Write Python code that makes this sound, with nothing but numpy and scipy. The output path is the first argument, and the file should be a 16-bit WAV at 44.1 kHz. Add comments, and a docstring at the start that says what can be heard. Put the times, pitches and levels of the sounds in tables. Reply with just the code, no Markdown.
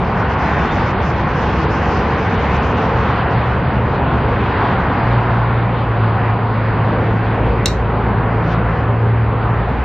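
"""Fuel runs into a car on a forecourt: a broad rush of flow and road traffic, made of flickering noise bands.
Over it a thin top band of noise flickers, below it lie a deep rumble and roar and faint gliding sine hums.
An engine drones on three multiples of its cycle rate, which drops twice and creeps up again.
A faint blurred squeak, a trembling tone, comes early on.
Once a small metal part clicks, rattles and rings: bursts of noise and decaying modes, scattered nearby."""
import sys
import numpy as np
from scipy import signal
from scipy.fft import rfft, irfft, next_fast_len
from scipy.io import wavfile
from scipy.ndimage import uniform_filter1d

SR = 44100
rng = np.random.default_rng(int(sys.argv[2]) if len(sys.argv) > 2 else 0)


def materialize(psi):
    """Save the field psi as 16-bit PCM at rate SR to the path in sys.argv[1].

    A 1-D psi becomes a single channel; in a 2-D psi each row is a channel.
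    """
    bounded = np.clip(np.atleast_2d(psi).T, -1, 1)
    quanta = np.round(bounded * 32767).astype(np.int16)
    wavfile.write(sys.argv[1], SR, quanta)


N = 433944

# Swells and ebbs of the rush. Each row: time in seconds, level in dB.
RUSH_LEVELS = [(0, -22.5), (.62, -20), (1.2, -22.5), (1.8, -21), (3.1, -20), (3.72, -23), (4.1, -20.5),
               (4.4, -21.5), (4.62, -18), (4.84, -20.5), (5.06, -20), (5.7, -23), (6.3, -22.5), (6.6, -24),
               (6.85, -22), (7.28, -24), (7.5, -21.5), (7.7, -26), (8.0, -23), (8.58, -23), (8.85, -24.5),
               (9.25, -26), (9.46, -23.5), (9.84, -24.5)]
# Treble ahead of the swells and dips. Each row: time in seconds, hiss level in dB, top level in dB.
TREBLE_LEVELS = [(0, -41.5, -55.5), (.6, -38, -50), (2.4, -37.5, -49), (3.2, -38.5, -55), (3.6, -40, -62.5),
                 (5.1, -40.5, -62), (5.8, -40.5, -68), (7.4, -40.5, -63.5), (8.2, -43.5, -69.5),
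                 (8.42, -43.5, -65), (8.53, -38, -52), (8.63, -44, -73), (8.75, -40.5, -55),
                 (8.86, -45, -72), (9.84, -42, -64)]
RUSH_MEAN_DB = -21.5


def undb(db):
    """Decibels to an amplitude factor."""
    return 10 ** (np.asarray(db) / 20)


def curves(table):
    """Columns of a table, joined by straight lines in time."""
    seconds, *columns = np.transpose(table)
    return [np.interp(np.arange(N) / SR, seconds, column) for column in columns]


def walk(rate):
    """Random levels held 1 / rate seconds and smoothed twice over that time; spread near 1."""
    hold = int(SR / rate)
    steps = np.repeat(rng.standard_normal(N // hold + 1), hold)
    return 1.336 * uniform_filter1d(uniform_filter1d(steps, hold), hold)[:N]


def on_log(hz, table):
    """A table of frequency and value, read on a log-frequency axis."""
    table_hz, values = np.transpose(table)
    return np.interp(np.log(hz), np.log(table_hz), values)


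def wash(spectrum, db, flicker_db, flicker_rate):
    """Stereo noise of a given colour and level; each half-octave band flickers on its own."""
    # Stereo width. Each row: frequency in Hz, side level minus mid level in dB.
    width = [(30, -30), (60, -37.5), (91, -33.5), (140, -32.5), (210, -17), (320, -16.5), (490, -20),
             (740, -17.5), (1710, -15.5), (3000, -11.5), (6000, -3)]
    size = next_fast_len(N)
    hz = np.maximum(np.arange(size // 2 + 1) * SR / size, 1)
    inside = (hz >= spectrum[0][0]) & (hz <= spectrum[-1][0])
    mid, side = rfft(rng.standard_normal((2, size))) * undb(on_log(hz, spectrum)) * inside
    pair = np.array([mid, side * undb(on_log(hz, width))])
    half_octaves = 2 * np.log2(hz / spectrum[0][0])
    out = 0
    for k in range(int(half_octaves[inside].max()) + 2):
        # triangular bands that overlap and sum to one
        share = np.clip(1 - abs(half_octaves - k), 0, 1)
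        band = irfft(pair * share, size)[:, :N]
        out = out + band * undb(flicker_db * walk(flicker_rate))
    # the level is the RMS of the mid signal
    out = out * undb(db) / np.sqrt(np.mean(out[0] ** 2))
    return np.array([out[0] + out[1], out[0] - out[1]])


def rumble_and_roar():
    """The low bed of the place: two bands of noise, each with a slow level and a flicker."""
    # Colours of the two bands. Each row: frequency in Hz, relative density in dB per Hz.
    rumble_colour = [(18, -43), (30, -8.5), (57, 1.5), (86, 3), (172, 1), (260, -7.5), (340, -32.5),
                     (570, -120)]
    roar_colour = [(130, -28.5), (200, -2), (300, -5.5), (450, -2.5), (600, -6), (800, -33)]
    # Slow levels. Each row: time in seconds, rumble level in dB, roar level in dB.
    low_levels = [(0, -20.5, -23.5), (2.1, -19, -22.5), (3.1, -20, -22), (3.6, -21, -24.5),
                  (4.05, -19, -21.5), (4.8, -21.5, -23), (6.5, -23, -25), (7.0, -18.5, -21),
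                  (7.26, -22, -25.5), (7.48, -20.5, -19), (7.7, -22.5, -24), (8.2, -21, -22.5),
                  (8.8, -22.5, -24.5), (9.84, -20, -24.5)]
    rumble_db, roar_db = curves(low_levels)
    return wash(rumble_colour, rumble_db, 0.24, 4.1) + wash(roar_colour, roar_db, 0.92, 5.6)


def hums():
    """Each faint tone swells in, glides, wavers in pitch and level, and fades."""
    # Each row: start in seconds, end in seconds, first pitch in Hz, last pitch in Hz,
    # RMS level in dB ahead of the waver. A start below zero is a hum already under way.
    hum_rows = [(-1.5, 5.2, 69.1, 69.0, -28), (-.8, 2.7, 138.5, 138, -34), (.4, 2.1, 333, 329, -34),
                (1.85, 2.35, 462, 458, -31), (2.6, 3.45, 440, 448, -29), (3.2, 4.3, 132, 133, -29),
                (4.2, 5.1, 98, 97, -29), (4.3, 5.2, 193, 196, -33), (4.0, 5.1, 292, 295, -35),
                (6.4, 7.4, 275, 276, -37), (8.7, 10.1, 72, 76, -28), (2.7, 3.95, 121.5, 122.5, -27),
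                (4.6, 5.0, 127, 127, -25)]
    t, out = np.arange(N) / SR, 0
    for start, end, first_hz, last_hz, db in hum_rows:
        share = np.clip((t - start) / (end - start), 0, 1)
        hz = (first_hz + (last_hz - first_hz) * share) * (1 + 0.004 * walk(9))
        phase = 2 * np.pi * np.cumsum(hz) / SR
        swell = (2.3 * np.sin(np.pi * share)).clip(0, 1)
        out = out + np.sqrt(2) * swell * undb(db + 2.5 * walk(8)) * np.sin(phase)
    return out


def squeak():
    """A gliding tone, blurred because its pitch and strength tremble quickly."""
    # Each row: time in seconds, pitch in Hz, RMS level in dB, both ahead of the tremble.
    glide = [(.43, 4020, -75), (.46, 4070, -49), (.5, 4180, -51), (.515, 3800, -70), (.545, 3630, -49),
             (.58, 3600, -51), (.61, 3580, -47), (.645, 3500, -44), (.685, 3380, -49), (.70, 3430, -42),
             (.712, 3550, -39), (.725, 3630, -43), (.74, 3650, -48), (.77, 3700, -90)]
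    blur_hz = 28
    t = np.arange(N) / SR
    hz, db = curves(glide)
    phase = 2 * np.pi * np.cumsum(hz + blur_hz * walk(150)) / SR
    on = (t > glide[0][0]) & (t < glide[-1][0])
    return np.sqrt(2) * on * undb(db + 1.5 * walk(80)) * np.sin(phase)


def drone():
    """Three multiples of the engine cycle; speed wavers a little and each tone dips in strength."""
    # Engine speed ahead of the waver. Each row: time in seconds, cycle rate in Hz.
    speed = [(0, 59.5), (2.5, 59.26), (2.95, 56.7), (4.1, 58.62), (5.8, 58.47), (5.97, 55.42), (7.3, 55.3),
             (9.5, 56.8), (9.84, 57.9)]
    # First, second and third multiple of the cycle. Each row: time in seconds, RMS level in dB ahead of the dips.
    first_levels = [(0, -38), (4.9, -35), (5.1, -21.5), (5.9, -28.5), (7.28, -33), (7.45, -17.5),
                    (7.85, -18.5), (8.7, -23.5), (9.0, -36), (9.3, -23), (9.84, -17.5)]
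    second_levels = [(0, -35), (2.7, -43.5), (2.92, -24), (3.42, -17.5), (3.7, -25), (3.9, -20),
                     (4.05, -27), (4.26, -18), (4.6, -27), (4.75, -20.5), (4.92, -29), (5.08, -14.5),
                     (5.8, -16), (6.06, -13.5), (6.5, -16.5), (7.14, -15), (7.38, -17.5), (7.5, -23),
                     (7.62, -15.5), (7.76, -21), (8.2, -15.5), (8.8, -19), (8.95, -13), (9.55, -16),
                     (9.68, -21.5), (9.84, -32)]
    third_levels = [(0, -38), (3, -39.5), (3.6, -35.5), (5.3, -30.5), (5.8, -38), (6.7, -36), (7.0, -25),
                    (7.3, -33.5), (7.8, -28.5), (8.2, -26.5), (8.58, -19), (8.85, -34.5), (9.84, -34.5)]
    # the weaker the tone below the steady level, the deeper it dips
    dip_db, extra_dip_db_per_db, steady_db = 2.2, .35, -15

    cycle_hz = curves(speed)[0] * (1 + 0.0031 * walk(12))
    turn = 2 * np.pi * np.cumsum(cycle_hz) / SR
    out = 0
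    for multiple, table in enumerate([first_levels, second_levels, third_levels], 1):
        db, = curves(table)
        depth_db = dip_db + extra_dip_db_per_db * np.clip(steady_db - db, 0, 9)
        db = db - depth_db * abs(walk(12))
        out = out + np.sqrt(2) * undb(db) * np.sin(multiple * turn)
    return out


def click():
    """Each bounce is a crack that rings the modes; car and pillar scatter it differently to each side."""
    # The click and its bounces. Each row: time in seconds, peak level of the direct sound in dB.
    bounces = [(7.6577, -2.5), (7.6635, -17), (7.6685, -18), (7.679, -19), (7.684, -17), (7.692, -29),
               (7.7005, -29), (7.709, -31), (7.715, -28), (7.727, -35)]
    # Modes of the metal part, each varied a little at every bounce.
    # Each row: frequency in Hz, relative level in dB, time to decay by 60 dB in seconds.
    modes = [(2100, -8, .012), (2740, -3, .014), (3150, -12, .01), (3810, 1, .017), (4010, -14, .1),
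             (4390, -3, .016), (5000, -5, .01), (5430, -3, .012), (6050, -1, .011), (7500, -6, .009),
             (8380, -13, .01), (9160, -14, .007), (11400, -24, .025), (12300, -14, .008)]
    t, out = np.arange(SR // 3) / SR, np.zeros((2, N + SR))
    crack_band = signal.butter(2, [2000, 8000], "bandpass", fs=SR, output="sos")
    dull = signal.butter(8, 7600, fs=SR, output="sos")
    for start, db in bounces:
        below_first_db = db - bounces[0][1]
        chance = rng.standard_normal((len(modes), 2))
        ring = 0
        for (hz, mode_db, t60), (level_chance, pitch_chance) in zip(modes, chance):
            tone = np.sin(2 * np.pi * hz * (1 + .005 * pitch_chance) * t)
            ring = ring + undb(mode_db + level_chance) * tone * undb(-60 * t / t60)
        # weak bounces ring more than they crack
        crack = undb(2 + .25 * below_first_db) * rng.standard_normal(len(t)) * undb(-60 * t / .009)
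        direct = ring + signal.sosfilt(crack_band, crack)
        # the contact takes a moment to build, longer for the weak bounces
        build_s = .0003 * undb(-.5 * below_first_db)
        direct = direct * (1 - np.exp(-t / build_s))
        direct = direct * undb(db) / abs(direct).max()
        # dense early scatter, then a weaker, duller tail
        early = undb(-25) * rng.standard_normal((2, len(t))) * undb(-60 * t / .03)
        late = undb(-36) * rng.standard_normal((2, len(t))) * undb(-60 * t / .24)
        late = signal.sosfilt(dull, late)
        scatter = signal.fftconvolve(direct[None], early + late, axes=1)[:, :len(t)]
        i = int(start * SR)
        out[:, i:i + len(t)] += direct + scatter
    # the part sits a little to the left: the right microphone hears it one sample later
    return np.array([out[0, :N], np.roll(out[1], 1)[:N]])


def thin_top():
    """A thin top band of noise that follows the rush and flickers, dipping quickly at random."""
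    # Each row: frequency in Hz, relative density in dB per Hz.
    top_colour = [(3500, -14), (4500, -1), (5300, 0), (6200, -5), (7200, -14), (8400, -42)]
    follow = 1  # dB per dB of swell
    dip_db, dip_rate = 8, 26  # dB per unit of the random walk, changes a second
    swell_db = curves(RUSH_LEVELS)[0] - RUSH_MEAN_DB
    top_db = curves(TREBLE_LEVELS)[1] + follow * swell_db
    top_db = top_db - dip_db * np.clip(walk(dip_rate), 0, 3)
    return wash(top_colour, top_db, 2.0, 22)


def flow_rush():
    """The rush of flow and traffic: three bands of noise, the hiss following the swells of the rush."""
    # Colours of the three bands. Each row: frequency in Hz, relative density in dB per Hz.
    rush_colour = [(450, -33.5), (700, -3), (1050, -3.5), (1200, -7), (1500, -10.5), (1900, -34.5)]
    spray_colour = [(1100, -29.5), (1500, -0.5), (1900, -2), (2600, -11), (3300, -22.5)]
    hiss_colour = [(1800, -10), (2600, -1.5), (3500, -6.5), (4300, -13), (4900, -17.5), (5500, -40.5)]
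    # The upper part of the rush surges on its own. Each row: time in seconds, level in dB.
    spray_levels = [(0.0, -32), (0.33, -28), (0.57, -27), (1.18, -29.5), (1.48, -27.5), (3.12, -28.5),
                    (3.67, -30.5), (4.66, -28), (5.12, -28), (5.84, -32.5), (6.19, -30), (6.49, -33),
                    (6.88, -31), (8.22, -32.5), (8.63, -31.5), (8.99, -33.5), (9.84, -33)]
    hiss_follow = 0.72  # dB per dB of swell

    rush_db, = curves(RUSH_LEVELS)
    spray_db, = curves(spray_levels)
    hiss_db = curves(TREBLE_LEVELS)[0] + hiss_follow * (rush_db - RUSH_MEAN_DB)
    out = wash(rush_colour, rush_db, .9, 8)
    out = out + wash(spray_colour, spray_db, 1.5, 9)
    return out + wash(hiss_colour, hiss_db, 1.9, 17)


def scene():
    """The low bed, tones, click, thin top and rush; hums, squeak and drone are the same on both sides."""
    return rumble_and_roar() + hums() + squeak() + drone() + click() + thin_top() + flow_rush()


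def record(dry):
    """The recorder rounds the loudest peaks and cuts the top."""
    rounded = np.tanh(1.138 * dry) / 1.069
    top_cut = signal.ellip(8, .2, 70, 15600, fs=SR, output="sos")  # low-pass edge in Hz
    return signal.sosfilt(top_cut, rounded)


dry = scene()
out = record(dry)
materialize(out)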